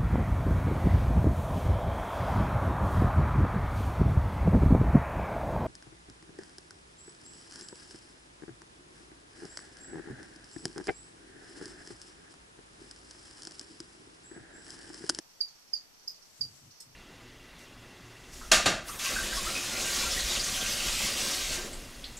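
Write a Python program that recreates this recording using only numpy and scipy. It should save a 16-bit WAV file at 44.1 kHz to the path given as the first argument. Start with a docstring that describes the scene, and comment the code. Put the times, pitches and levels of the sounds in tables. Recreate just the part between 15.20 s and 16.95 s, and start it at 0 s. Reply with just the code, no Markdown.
"""Cricket by a glass terrarium

In a small room, close to a pair of microphones, a cricket gives four short chirps, each one stroke of
scraper over wing file. Farther off, other crickets rasp faintly over steady hiss. Late on, a light
rustle swells, with a few soft low bumps and one small metallic tick, probably from feeding tongs."""
import sys
import numpy as np
from scipy import signal
from scipy.fft import rfft, irfft
from scipy.io import wavfile

SR = 44100
rng = np.random.default_rng(int(sys.argv[2]) if len(sys.argv) > 2 else 0)


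def master(y):
    """Save y as 16-bit WAV."""
    cut = np.clip(np.atleast_2d(y).T, -1, 1)
    pcm = np.round(cut * 32767)  # scale
    wavfile.write(sys.argv[1], SR, pcm.astype(np.int16))


N = 77175
T = np.arange(N) / SR
FREQS = np.fft.rfftfreq(N, 1 / SR)
ROOM_T60_S, TREBLE_T60_S, TAIL_DB = 0.21, 0.17, -1  # the room dies faster in the top octaves


def amp(db):
    """Decibels to gain."""
    return 10 ** (np.asarray(db) / 20)


def sides(left_db, right_db):
    """Gains at the left and right microphones, as a column."""
    return amp([[left_db], [right_db]])


def unit(x):
    """Scales to rms 1."""
    return x / np.sqrt(np.mean(x ** 2) + 1e-20)


def spectrum(points):
    """Rows of Hz and dB, interpolated over log frequency."""
    hz, db = np.transpose(points)
    return np.interp(np.log(FREQS + 1), np.log(hz), db)


def noise(points):
    """Two unrelated channels of coloured noise, rms 1."""
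    return unit(irfft(rfft(rng.standard_normal((2, N))) * amp(spectrum(points)), N))


def wander(hz):
    """Random drift of rms 1, mostly slower than hz."""
    return unit(irfft(rfft(rng.standard_normal(N)) * np.exp(-(FREQS / hz) ** 2), N))


def burst(start, rise_s, fall_s):
    """Straight rise, exponential fall."""
    return np.clip((T - start) / rise_s, 0, 1) * np.exp(-np.maximum(T - start - rise_s, 0) / fall_s)


def delayed(x, seconds):
    """The same sound arriving later."""
    return irfft(rfft(x) * np.exp(-2j * np.pi * FREQS * seconds), N)


def room(x, t60=ROOM_T60_S):
    """The small room's diffuse tail, reaching the microphones 2.6 ms after the direct sound."""
    t = T[:SR // 2]
    tail = rng.standard_normal((2, len(t))) * amp(-60 * t / t60) * (t > 0.0026)
    tail /= np.linalg.norm(tail, axis=1, keepdims=True)
    return signal.fftconvolve(np.atleast_2d(x), tail, axes=1)[:, :N]


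def in_room(x, t60=ROOM_T60_S):
    """Direct sound plus its room tail."""
    return x + amp(TAIL_DB) * room(x, t60)


# Colour of the room tone. Each row: frequency in Hz, relative level in dB.
HISS_SPECTRUM = [(20, 9), (50, 4), (100, 2.5), (200, 4), (400, 1), (800, 1.5), (1600, -1), (3000, -1),
                 (6000, -4), (9000, -10), (12000, -6), (14300, -8)]
# Its lean between the microphones. Each row: frequency in Hz, left minus right in dB.
HISS_LEAN = [(50, 4), (110, 2), (400, 7), (700, 8), (1250, 7), (2300, 3), (4200, 0.5), (8000, -4.5),
             (14000, 0)]

def hiss(correlation=-0.092):
    """Steady room hiss, stronger on the left except in the high treble."""
    left, other = noise(HISS_SPECTRUM)
    right = correlation * left + np.sqrt(1 - correlation ** 2) * other
    lean_db = spectrum(HISS_LEAN) / 2
    return amp(-61.5) * irfft(rfft([left, right]) * amp([lean_db, -lean_db]), N)


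# Wing strokes in the background. Each row: start in seconds, level in dB.
DISTANT_STROKES = [(0.034, -74), (0.089, -56), (.13, -63), (.185, -63), (.35, -56), (0.379, -60),
                   (.47, -56.5), (.745, -72), (.79, -55.5), (.825, -56.5), (1.018, -54.5), (1.05, -58),
                   (1.504, -48.5), (1.54, -71), (1.655, -64)]
# Colour of their rasp. Each row: frequency in Hz, relative level in dB.
DISTANT_SPECTRUM = [(3400, -29), (4100, -13), (4450, -2), (5050, -7), (5350, -2.5), (5600, 2.5),
                    (5900, -4.5), (6400, -6), (7000, -14.5), (8000, -43), (14000, -35)]

def far_crickets():
    """Farther off, to the right: toneless wing strokes over a faint, uneven chorus."""
    strokes = sum(amp(db) * burst(start, rise_s=0.0062, fall_s=0.017) for start, db in DISTANT_STROKES)
    chorus = amp(-63.5 + 2 * wander(hz=30.2))
    return sides(-8.5, -2.5) * in_room(np.hypot(strokes, chorus) * noise(DISTANT_SPECTRUM))


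# The near cricket's chirps. Each row: start in seconds, tone level in dB, pitch in Hz, scrape level
# in dB, overtone trim in dB, high ring level in dB, return stroke's start in seconds, its level in dB.
WING_STROKES = [(.2035, -14, 4724, -42.5, -1, -63.5, 0.28, -49),
                (.5305, -15, 4778, -41.5, -2.5, -70.5, 0.57, -47.5),
                (0.8738, -26.5, 5020, -40.5, -12, -53, .942, -54),
                (1.2072, -14.5, 4730, -42, -2, -66, 1.285, -65)]
# Wing overtones. Each row: multiple of the pitch, left and right gain in dB on the trimmed tone level.
WING_OVERTONES = [(2, -33, -66), (3, -33, -57)]
# Colours of the file's scrape and the return stroke. Each row: frequency in Hz, relative level in dB.
SCRAPE_SPECTRUM = [(2500, -38), (3800, -24), (4800, 9.5), (5600, 0.5), (6200, -2.5), (6800, -7),
                   (7500, -25), (9800, -14.5), (11000, -22), (14000, -33)]
RETURN_SPECTRUM = [(3600, -30), (4200, -9), (4480, 6.5), (4900, -7), (5600, -13), (6300, -5), (7000, -16.5),
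                   (8000, -36), (14000, -28)]
# Reflections off the nearby glass and walls. Each row: delay in seconds, left and right gain in dB.
REFLECTIONS = [(.0046, -25, -13.5), (0.0113, -20, -19.5), (.0178, -20, -20), (0.0202, -18, -17),
               (0.0263, -33, -25), (0.038, -31, -24)]

def near_cricket():
    """Close by, a scraper slips unevenly over a wing file: sinking tone, dry scrape, faint return."""
    swell_s, ring_db_per_s = 0.0072, 1402  # the wing swells, then rings out
    glide_hz, glide_s, sag_hz_per_s = 393, 0.00485, 6700  # the tooth rate starts high and sinks
    catch_s, catch_width_s, catch_up_hz = 0.0044, 0.0012, 296  # the scraper catches with a higher flick
    high_ring_hz, mic_delay_s = 12060, 0.00009
    tone, scrape, return_stroke, high_ring = np.zeros((4, N))
    overtones = np.zeros((2, N))
    slip = 0.26 * wander(hz=200)  # radians
    grip = amp(1.6 * wander(hz=200))
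    for start, db, hz, scrape_db, trim_db, high_db, return_s, return_db in WING_STROKES:
        t = np.maximum(T - start, 0)
        swell = np.minimum(t / swell_s, 1) ** 4.7
        swing = grip * swell * amp(-ring_db_per_s * np.maximum(t - swell_s, 0))
        tooth_hz = hz + glide_hz * np.exp(-(t / glide_s) ** 2) - sag_hz_per_s * (t - swell_s)
        phase = 2 * np.pi * np.cumsum(tooth_hz * (t > 0)) / SR + slip
        catch = amp(-12) * np.exp(-((t - catch_s) / catch_width_s) ** 2)
        flick = catch * np.sin(2 * np.pi * (hz + catch_up_hz) * t)
        tone += amp(db) * (swing * np.sin(phase) + flick)
        for multiple, left_db, right_db in WING_OVERTONES:
            overtone = swing * np.sin(round(multiple) * phase)
            overtones += sides(left_db, right_db) * amp(db + trim_db) * overtone
        high_ring += amp(high_db) * swing * np.sin(2 * np.pi * high_ring_hz * t + 2 * slip)
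        scrape += amp(scrape_db) * burst(start, rise_s=0.0036, fall_s=0.011)
        return_stroke += amp(return_db) * burst(return_s, rise_s=0.0032, fall_s=0.012)
    direct = sides(-10, 0) * np.array([tone, delayed(tone, mic_delay_s)])
    out = direct + sides(-13, -9.5) * room(tone)
    for delay, left_db, right_db in REFLECTIONS:
        out += sides(left_db, right_db) * delayed(tone, delay)
    out += in_room(overtones, TREBLE_T60_S)
    rasp = scrape * noise(SCRAPE_SPECTRUM) + return_stroke * noise(RETURN_SPECTRUM)
    out += sides(-1, 1.5) * in_room(rasp)
    return out + sides(4, -12) * in_room(high_ring, TREBLE_T60_S)


# Rise and fall of the rustle. Each row: time in seconds, level in dB.
RUSTLE_CONTOUR = [(.7, -67.5), (1.04, -64.5), (1.16, -58.5), (1.215, -54), (1.255, -57), (1.32, -61.5),
                  (1.355, -54), (1.41, -62.5), (1.47, -60), (1.56, -73), (1.75, -69)]
# Colour of the tongs' rubbing. 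Each row: frequency in Hz, relative level in dB.
FRICTION_SPECTRUM = [(3000, -12), (5000, -2), (6800, -1), (7800, 0), (9000, -6.5), (10500, -9),
                     (14000, -16.5)]

def rustle():
    """Fine grainy rubbing as the tongs move, toward the left microphone."""
    level_db = np.interp(T, *np.transpose(RUSTLE_CONTOUR))
    grain_db = 2 * wander(hz=408)
    return sides(-3, -11) * in_room(amp(level_db + grain_db) * noise(FRICTION_SPECTRUM))


# Pushes on the cabinet. Each row: start in seconds, level in dB, pitch factor.
PUSHES = [(1.194, -52, 0.97), (1.234, -52.5, 1.01), (1.283, -60, .9), (1.336, -68, 1.1),
          (1.412, -56.5, 1.1), (1.453, -58.5, 1.1), (1.655, -62.5, 1.1), (1.689, -61.5, 1.03)]
# The cabinet's modes. Each row: base frequency in Hz, relative level in dB, seconds to fall 60 dB.
CABINET_MODES = [(92.6, -2.5, .22), (125.7, 3, 0.17), (144.1, -6, 0.36), (222.8, -6, 0.19),
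                 (290.5, -11, 0.18)]
# Colour of the thud. Each row: frequency in Hz, relative level in dB.
THUD_SPECTRUM = [(40, -12), (110, -1.5), (280, -11), (450, -14), (900, -32.5)]

def bumps(rise_s=0.018):
    """Soft pushes set the cabinet booming, alike at both microphones."""
    out = np.zeros(N)
    thud = amp(-10) * noise(THUD_SPECTRUM)[0]
    for start, db, pitch in PUSHES:
        bump = thud * burst(start, rise_s, fall_s=0.026)
        for hz, mode_db, t60 in CABINET_MODES:
            envelope = amp(mode_db) * burst(start, rise_s, fall_s=t60 / np.log(1000))
            bump += envelope * np.sin(2 * np.pi * hz * pitch * (T - start))
        out += amp(db) * bump
    return out


# Resonances of the metal tongs. Each row: frequency in Hz, left and right level in dB.
TONG_MODES = [(4410, -76, -50), (5280, -53, -40.5), (5320, -61, -44), (6150, -70, -53), (6640, -52, -52),
              (7900, -52, -70), (8040, -47, -73), (8430, -44, -53), (9000, -54, -70), (11150, -52.5, -75),
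              (12100, -56, -67)]

def tongs_tick(width_hz=115):
    """The tongs scuff something; the brief friction rings their resonances."""
    ring = np.zeros((2, N))
    for hz, left_db, right_db in TONG_MODES:
        friction = wander(width_hz) + 1j * wander(width_hz)  # spreads the mode into a narrow band
        ring += sides(left_db, right_db) * np.real(friction * np.exp(2j * np.pi * hz * T))
    grit = amp(-51.5) * noise(FRICTION_SPECTRUM)
    scuff = (amp(-3.5) * ring + grit) * burst(start=1.601, rise_s=0.0044, fall_s=0.016)
    return scuff + amp(-5) * room(scuff, TREBLE_T60_S)


def scene():
    """Everything that reaches the microphones beside the terrarium."""
    return near_cricket() + far_crickets() + rustle() + tongs_tick() + bumps() + hiss()


def record(dry):
    """The recorder passes nothing much above 14.4 kHz."""
    lowpass = signal.firwin(511, 14400, window=("kaiser", 9), fs=SR)
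    return signal.oaconvolve(dry, lowpass[None], "same")


dry = scene()
out = record(dry)
master(out)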